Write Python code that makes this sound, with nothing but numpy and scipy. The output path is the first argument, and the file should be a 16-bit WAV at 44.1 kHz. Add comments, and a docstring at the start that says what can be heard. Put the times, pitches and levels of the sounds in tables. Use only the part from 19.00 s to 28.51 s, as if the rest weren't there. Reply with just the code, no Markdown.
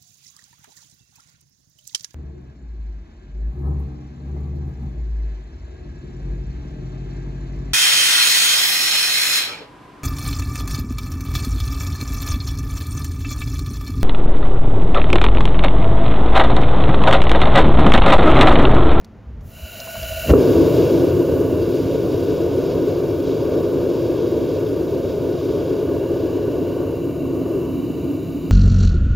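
"""A gas burner in a clay-lined pot roars in a walled yard, after it is lit with a scrap of burning paper.
The paper's flame flutters as filtered noise with slow swings; the opening valve lets gas hiss and ring the pipe.
The gas catches with a whoomp of noise bursts and a thump, then noise in the pot's resonances roars on.
Later a steel cap comes down unevenly over the mouth: it shades the sizzle and deepens the roar."""
import sys
import numpy as np
from scipy import signal
from scipy.fft import rfft, irfft
from scipy.io import wavfile
from scipy.ndimage import uniform_filter1d

SR = 44100
rng = np.random.default_rng(int(sys.argv[2]) if len(sys.argv) > 2 else 0)


def pcm_store(signal):
    """Save signal as 16-bit PCM."""
    levels = np.round(np.clip(np.atleast_2d(signal), -1, 1) * 32767)
    wavfile.write(sys.argv[1], SR, levels.astype(np.int16).T)


N = 419391

TIME = np.arange(N) / SR  # s
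BINS = np.fft.rfftfreq(N, 1 / SR) + 1e-3  # Hz, kept above zero
LIGHT_S = 1.308  # the gas catches
LIT_DROP_S = 0.024  # the hiss drops this fast once lit
FULL_HISS_DB = -36.5  # gas level with the valve fully open, before lighting
HISS_SETTLE_S = 0.8

# strength of the fire: (time [s], relative level [dB])
FIRE_STRENGTH = [(1.38, -11.5), (1.75, -13.5), (2.4, -17.5), (3.05, -19.4), (3.9, -18.5), (4.2, -20.5),
                 (4.45, -18.5), (5.1, -19), (6.05, -21.5), (6.9, -19.5), (7.6, -20.5), (8.15, -23.5),
                 (8.5, -20.5), (8.75, -23), (9.5, -26)]
# the cap comes down: (time [s], share of the mouth covered [0-1])
CAP_COVER = [(6.7, 0.05), (7.5, 0), (7.9, 0.23), (8.25, 0.59), (8.55, 0.27), (8.75, 0.75), (9.15, 0.84),
             (9.5, 0.95)]


def undb(db):
    """Decibels to gain."""
    return 10 ** (np.asarray(db) / 20)


def curves(rows, at=TIME):
    """Each column of a table, joined by straight lines in time."""
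    s, *columns = np.transpose(rows)
    return [np.interp(at, s, c) for c in columns]


def across(points):
    """A spectrum joined by straight lines in log frequency."""
    hz, value = np.transpose(points)
    return np.interp(np.log(BINS), np.log(hz), value)


def fade_in(start, length):
    """A straight rise from 0 to 1; times in seconds."""
    return np.clip((TIME - start) / length, 0, 1)


def walk(rate):
    """Random wandering with a spread near 1, heading for rate new targets a second."""
    k = int(SR / rate)
    targets = np.repeat(rng.standard_normal(N // k + 1), k)
    return 1.1 * uniform_filter1d(targets, k)[:N]


def peak(f, hz, width):
    """Gain of a resonance with steep skirts, down to half at hz plus or minus about width / 2."""
    return 1 / (1 + ((f * f - hz * hz) / (f * width)) ** 2)


def ringing(modes):
    """Joint gain of several resonances, summed as power."""
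    return np.sqrt(sum((undb(db) * peak(BINS, hz, width)) ** 2 for hz, width, db in modes))


def notched(x, nulls):
    """Sound with valleys cut at the pitches that cancel."""
    gain = np.prod([1 - min(depth, 1) * peak(BINS, hz, width) for hz, width, depth in nulls], axis=0)
    return irfft(rfft(x) * gain, N)


def noise(gain):
    """Turbulence: random noise whose amplitude density over frequency follows the gain."""
    return irfft(rfft(rng.standard_normal(N)) * gain, N) * np.sqrt(SR / 2)


def steady(x, span):
    """Unit level over span seconds; faster flicker stays."""
    power = uniform_filter1d(x * x, int(span * SR) + 1)
    return x / np.sqrt(np.abs(power) + 1e-18)


def swing(s, db, hz, length):
    """A few swings of pressure as a pocket of flame swells and collapses."""
    out, near = np.zeros(N), np.abs(TIME - s) < 4 * length
    t = TIME[near] - s
    out[near] = undb(db) * np.exp(-(t / length) ** 2) * np.cos(2 * np.pi * hz * t)
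    return out


def settling(flare_db, settled_db, settle):
    """A level that holds while the fresh fire flares, then moves to its steady value."""
    flare_hold_s = .42
    since = np.maximum(TIME - LIGHT_S - flare_hold_s, 0)
    return settled_db + (flare_db - settled_db) * np.exp(-since / settle)


def overhead(arrives_s=6.53, swing_s=.5):
    """Share of the cap that hangs over the pot as it swings in above it."""
    return fade_in(arrives_s, swing_s)


def yard():
    """The quiet of the yard: steady noise, darkest at the top."""
    # background spectrum: (frequency [Hz], level [dB])
    quiet = [(20, -78.5), (100, -65), (160, -73.5), (215, -68), (300, -77), (550, -80.5), (1000, -87.5),
             (2000, -95), (4000, -107), (7000, -113), (15000, -122)]
    return noise(undb(across(quiet)))


def diffuse_tail(x, t60=.45):
    """A diffuse decaying tail of coloured noise, cut at half a second, that widens the sound."""
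    # tail colour: (frequency [Hz], level [dB])
    tail_colour = [(60, -28), (110, -29), (200, -10.5), (380, -18), (550, -14.5), (780, -7.5), (1000, -17),
                   (1450, -19), (2800, -37), (5000, -42.5), (9000, -32), (15000, -15)]
    tail = rng.standard_normal(N) * undb(-60 * TIME / t60)
    tail = irfft(rfft(tail / np.linalg.norm(tail)) * undb(across(tail_colour)), N)
    return signal.fftconvolve(x, tail[:SR // 2])[:N]


def ticks():
    """The paper crackles and the valve ticks: short dry noise snaps, each with its own colour."""
    # snaps: (start [s], level [dB], pitch [Hz], width [Hz], decay [s])
    snaps = [(.012, -54, 5500, 9000, .003), (.046, -43, 4160, 7000, 0.0037),
             (.408, -57, 5000, 6000, 0.0089), (.802, -31.5, 4850, 2500, .004), (.871, -34, 997, 600, .008),
             (.954, -36, 1100, 900, .008), (1.029, -29.5, 3200, 4500, 0.0045)]
    out, t = np.zeros(N), np.arange(4096) / SR
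    f = np.fft.rfftfreq(len(t), 1 / SR) + 1
    for s, db, hz, width, decay in snaps:
        snap = irfft(rfft(rng.standard_normal(len(t))) * peak(f, hz, width))
        start = max(int(s * SR), 0)
        out[start:start + len(t)] += undb(db) * snap / snap.std() * np.exp(-t / decay)
    return out


def paper(still_db=-48, attack_s=0.017, release_s=.04):
    """Low narrow noise flutters in each draught until the gas catches; slow swings are the flame's flaps."""
    # draughts on the burning paper: (start [s], length [s], added flutter [dB])
    draughts = [(.26, .2, -37.5), (0.963, .33, -34.5)]
    # the paper's flame flaps: (time [s], peak [dB], pitch [Hz], half length [s])
    flaps = [(0.286, -23, 68, 0.02), (0.389, -31, 50, .03), (0.641, -25, 68, 0.015)]
    draught = undb(still_db)
    for s, length, db in draughts:
        release = np.exp(-np.maximum(TIME - s - length, 0) / release_s)
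        draught = draught + undb(db) * fade_in(s, attack_s) * release
    flutter = steady(noise(peak(BINS, 65.1, 58)), 0.12) * draught
    return flutter * (TIME < LIGHT_S) + sum(swing(*flap) for flap in flaps)


def gas_level(growth_db_per_tenfold=19, sag_db_per_s=-0.34):
    """Level of the jet in dB: it grows with the evenly turned valve, drops as the gas lights and sinks on."""
    valve_s, lit_db, settled_db = 0.41, -44.5, -55  # valve starts to open; level once lit, level at the end
    opening = fade_in(valve_s, LIGHT_S - valve_s)
    unlit = FULL_HISS_DB + growth_db_per_tenfold * np.log10(opening + 1e-9)
    lit = fade_in(LIGHT_S, LIT_DROP_S)
    sag = sag_db_per_s * (TIME - TIME[-1]) * settling(0, 1, HISS_SETTLE_S)  # reaches zero at the end
    return (1 - lit) * unlit + lit * (settling(lit_db, settled_db, HISS_SETTLE_S) + sag)


def jet(hoot_growth=0.31, throb_hz=14, throb_db=2.5, pipe_lit_db=-2.5, thrown_db=-1):
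    """Gas hisses from the nozzle as noise and rings the burner pipe, later the cap as well."""
    # hiss spectrum: (frequency [Hz], relative level [dB])
    hiss_colour = [(100, -70), (400, -46), (1000, -45), (1800, -40.5), (3450, -45), (5700, -40.5),
                   (7500, -42), (10000, -40), (15500, -40.5)]
    # resonances, all (pitch [Hz], width [Hz], relative level [dB]): thin whistles in the nozzle's hiss,
    nozzle_modes = [(7430, 500, -36), (7500, 260, -49), (10160, 450, -35), (10880, 480, -33.5),
                    (11860, 420, -35.5), (12850, 650, -34.5), (14300, 700, -36.5), (15200, 700, -37.5)]
    # the burner pipe,
    pipe_modes = [(1457, 102, -23.5), (2310, 260, -33), (2766, 203, -23), (2957, 130, -24.5),
                  (4005, 400, -33.5), (4720, 180, -37), (6750, 420, -36.5)]
    # the hollow under the cap,
    cap_modes = [(2310, 230, -28), (2590, 200, -35), (3800, 420, -30), (4720, 170, -31.5), (7100, 300, -40)]
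    # and the pipe's lowest resonances, which hoot as the flow grows
    hoot_modes = [(646.5, 50, -11.5), (550, 100, -24)]
    gas_db = gas_level()
    hiss = noise(np.hypot(undb(across(hiss_colour)), ringing(nozzle_modes))) * undb(0.54 * walk(50))
    filled = fade_in(0.454, 0.12)  # the pipe speaks once the gas has filled it
    pipe_db = pipe_lit_db * fade_in(LIGHT_S, LIT_DROP_S) + 0.62 * walk(30)
    pipe = noise(ringing(pipe_modes)) * undb(pipe_db) * filled
    # the cap throws back only the upper resonances
    thrown = noise(ringing(pipe_modes[1:])) * undb(thrown_db) * overhead()
    cap = noise(ringing(cap_modes)) * curves(CAP_COVER)[0]
    throb = throb_db * np.sin(2 * np.pi * throb_hz * TIME + walk(5))  # never quite even
    # hoot_growth: dB of hoot, over the common gas level, per dB of gas
    hoot = noise(ringing(hoot_modes)) * undb(throb + hoot_growth * (gas_db - FULL_HISS_DB))
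    return (hiss + pipe + thrown + cap + hoot) * undb(gas_db)


def whoomp(burst_db=-7, flash_db=-20, thump_db=-5, thump_hz=65, thump_lag=0.0086,
           rise=.014, fall=0.022, flash_fall=0.0058):
    """The pooled gas burns all at once: a brief bright flash and a longer dull burst around a deep thump."""
    # colours of flash and burst: (frequency [Hz], relative level [dB])
    flash_colour = [(100, -20), (400, 2), (1000, -4), (1600, -4), (2400, -14), (6000, -23), (15000, -27)]
    burst_colour = [(20, -14), (60, -6), (130, 4), (220, -2), (330, 0), (520, -3), (800, -25), (1500, -39),
                    (6000, -62)]
    t = TIME - LIGHT_S
    flash_shape = np.exp(np.minimum(t / rise, -t / flash_fall))
    flash = steady(noise(undb(across(flash_colour))), .01) * flash_shape
    burst_shape = np.exp(np.minimum(t / rise, -t / fall))
    burst = steady(noise(undb(across(burst_colour))), 0.0076) * burst_shape
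    thump = swing(LIGHT_S + thump_lag, thump_db, thump_hz, 0.015)
    return undb(flash_db) * flash + undb(burst_db) * burst + thump


def pot(modes):
    """Turbulence in the pot; its resonances shift as the cap covers the mouth."""
    f, t, z = signal.stft(rng.standard_normal(N), SR, nperseg=2048)
    cover = np.clip(curves(CAP_COVER, t)[0], 0, 1)
    power = 0
    for opened, covered in np.reshape(modes, (len(modes), 2, -1)):
        hz, width, db = opened[:, None] + np.outer(covered - opened, cover)
        power = power + (undb(db) * peak(f[:, None] + 1, hz, width)) ** 2
    return signal.istft(z * np.sqrt(power), SR)[1][:N]


def hollow(x):
    """Valleys between the resonances give the pot its hollow sound; the cap above adds more."""
    # pitches that cancel in the pot: (pitch [Hz], width [Hz], depth [0-1])
    pot_nulls = [(219, 37, 0.38), (795, 143, 0.58), (1344, 110, .42), (1920, 280, 0.41)]
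    # pitches that cancel in the gap between cap and pot: (pitch [Hz], width [Hz], depth [0-1])
    gap_nulls = [(500, 50, 0.41), (850, 72, 0), (1320, 140, 0.5)]
    x = notched(x, pot_nulls)
    return x + overhead() * (notched(x, gap_nulls) - x)


def rumble(flare_db=-21.5, settled_db=-30, settle_s=1.33):
    """The pot's lowest resonances start strong and settle slowly."""
    # (open pitch [Hz], width [Hz], relative level [dB], covered pitch [Hz], width [Hz], relative level [dB])
    low_modes = [(101, 60, 0.5, 107, 76, 1), (157.2, 65, -2.5, 164, 61, 3)]
    return steady(pot(low_modes), .3) * undb(settling(flare_db, settled_db, settle_s))


def roar(trim_db=0.31):
    """The pot's middle resonances follow the strength of the fire."""
    # (open pitch [Hz], width [Hz], relative level [dB], covered pitch [Hz], width [Hz], relative level [dB])
    middle_modes = [(273.7, 37, -1, 272.4, 41, 0.5), (341, 29, 3, 338, 31, -3.5),
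                    (413.6, 129, -1, 337, 135, -13.5), (513, 143, -8, 442, 140, -16),
                    (610, 132, -17.5, 640, 160, -22.5)]
    return steady(pot(middle_modes), .24) * undb(curves(FIRE_STRENGTH)[0] + trim_db)


def overtones(trim_db=-23.5, shade_db=-1.5):
    """The pot's high resonances follow the roar and swell as the cap's rim sweeps across the mouth."""
    # (open pitch [Hz], width [Hz], relative level [dB], covered pitch [Hz], width [Hz], relative level [dB])
    high_modes = [(941, 154, 1, 980, 190, 2.5), (1115, 265, -4, 1175, 210, 4.5),
                  (1460, 84, -3.5, 1465, 38, -2.5), (1620, 240, -10, 1100, 350, -29.5)]
    # sweeps of the rim: (time [s], half length [s], swell [dB])
    rim_passes = [(7.834, 0.1, 4.5), (8.64, .08, 3.5)]
    swell_db = sum(db * np.exp(-((TIME - s) / length) ** 2) for s, length, db in rim_passes)
    level_db = curves(FIRE_STRENGTH)[0] + trim_db + swell_db + shade_db * curves(CAP_COVER)[0]
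    return steady(pot(high_modes), 0.29) * undb(level_db)


def sizzle(trim_db=1.24, sputter_db=1.2, surge_db=1.04, shade_db=-20):
    """Resonant treble noise at the flame's root; treble travels straight, so the cap shades it."""
    # resonances that colour the sizzle: (pitch [Hz], width [Hz], relative level [dB])
    root_modes = [(2260, 320, -1.5), (2650, 500, -3.5), (3300, 370, 0), (3745, 380, 0), (4300, 400, -6),
                  (4776, 420, -1), (5380, 690, -6), (6460, 2100, -10.5)]
    # sizzle level, already dulled as the cap swings over; trim and further shading are added:
    # (time [s], relative level [dB])
    sizzle_levels = [(1.39, -40.5), (1.78, -41), (2.05, -44.5), (2.4, -51.5), (2.7, -46.5), (5.5, -48.5),
                     (5.85, -50.5), (6.25, -49.5), (6.65, -47), (6.95, -53.5), (7.2, -52.5), (7.55, -54),
                     (7.8, -55)]
    level_db = curves(sizzle_levels)[0] + trim_db + shade_db * curves(CAP_COVER)[0]
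    level_db = level_db + sputter_db * walk(90) + surge_db * walk(12)
    onset = fade_in(LIGHT_S + .055, .03)  # just after the whoomp
    return steady(noise(ringing(root_modes)), .2) * undb(level_db) * onset


def gulps():
    """The fire's biggest gulps: pockets of flame that swing the pressure."""
    # (time [s], peak before the pot's valleys [dB], pitch [Hz], half length [s])
    pockets = [(1.339, -4, 484, 0.0048), (2.14, -8.5, 350, 0.005), (2.339, -6, 404, 0.0049),
               (5.327, -12, 382, .005), (9.108, -13.5, 281, 0.018)]
    return sum(swing(*pocket) for pocket in pockets)


def fire(flicker_db=0.5, choke_db=0.4):
    """The flame rumbles, roars through the pot's resonances, sizzles at its root and gulps."""
    # rumble, roar and overtones flicker together, and burn less evenly under the cap
    flicker = flicker_db * walk(70) + choke_db * curves(CAP_COVER)[0] * walk(16)
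    body = (rumble() + roar() + overtones()) * undb(flicker)
    return hollow(fade_in(1.3, 0.042) * (body + sizzle()) + gulps())


def scene():
    """The burner straight ahead over the quiet yard; the tail has opposite polarity left and right."""
    direct = yard() + ticks() + paper() + jet() + whoomp() + fire()
    return direct + np.array([[1], [-1]]) * diffuse_tail(direct)


def record(dry, top_hz=15700):
    """The treble is out of step between left and right; the loudest peaks are rounded and the top is cut."""
    # lead of the left channel over the right: (frequency [Hz], phase [rad])
    treble_phase = [(6750, 0), (7400, 1.53), (7750, 3.5), (9300, 3), (10000, 2), (11500, 2), (12900, 1.4),
                    (13600, 1.1), (14000, 0)]
    lead = np.exp(.5j * np.outer([1, -1], across(treble_phase)))
    sides = irfft(rfft(dry) * lead, N)
    rounded = sides / (1 + sides ** 6) ** (1 / 6)
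    return signal.sosfilt(signal.ellip(10, .2, 80, top_hz, fs=SR, output="sos"), rounded)


dry = scene()
out = record(dry)
pcm_store(out)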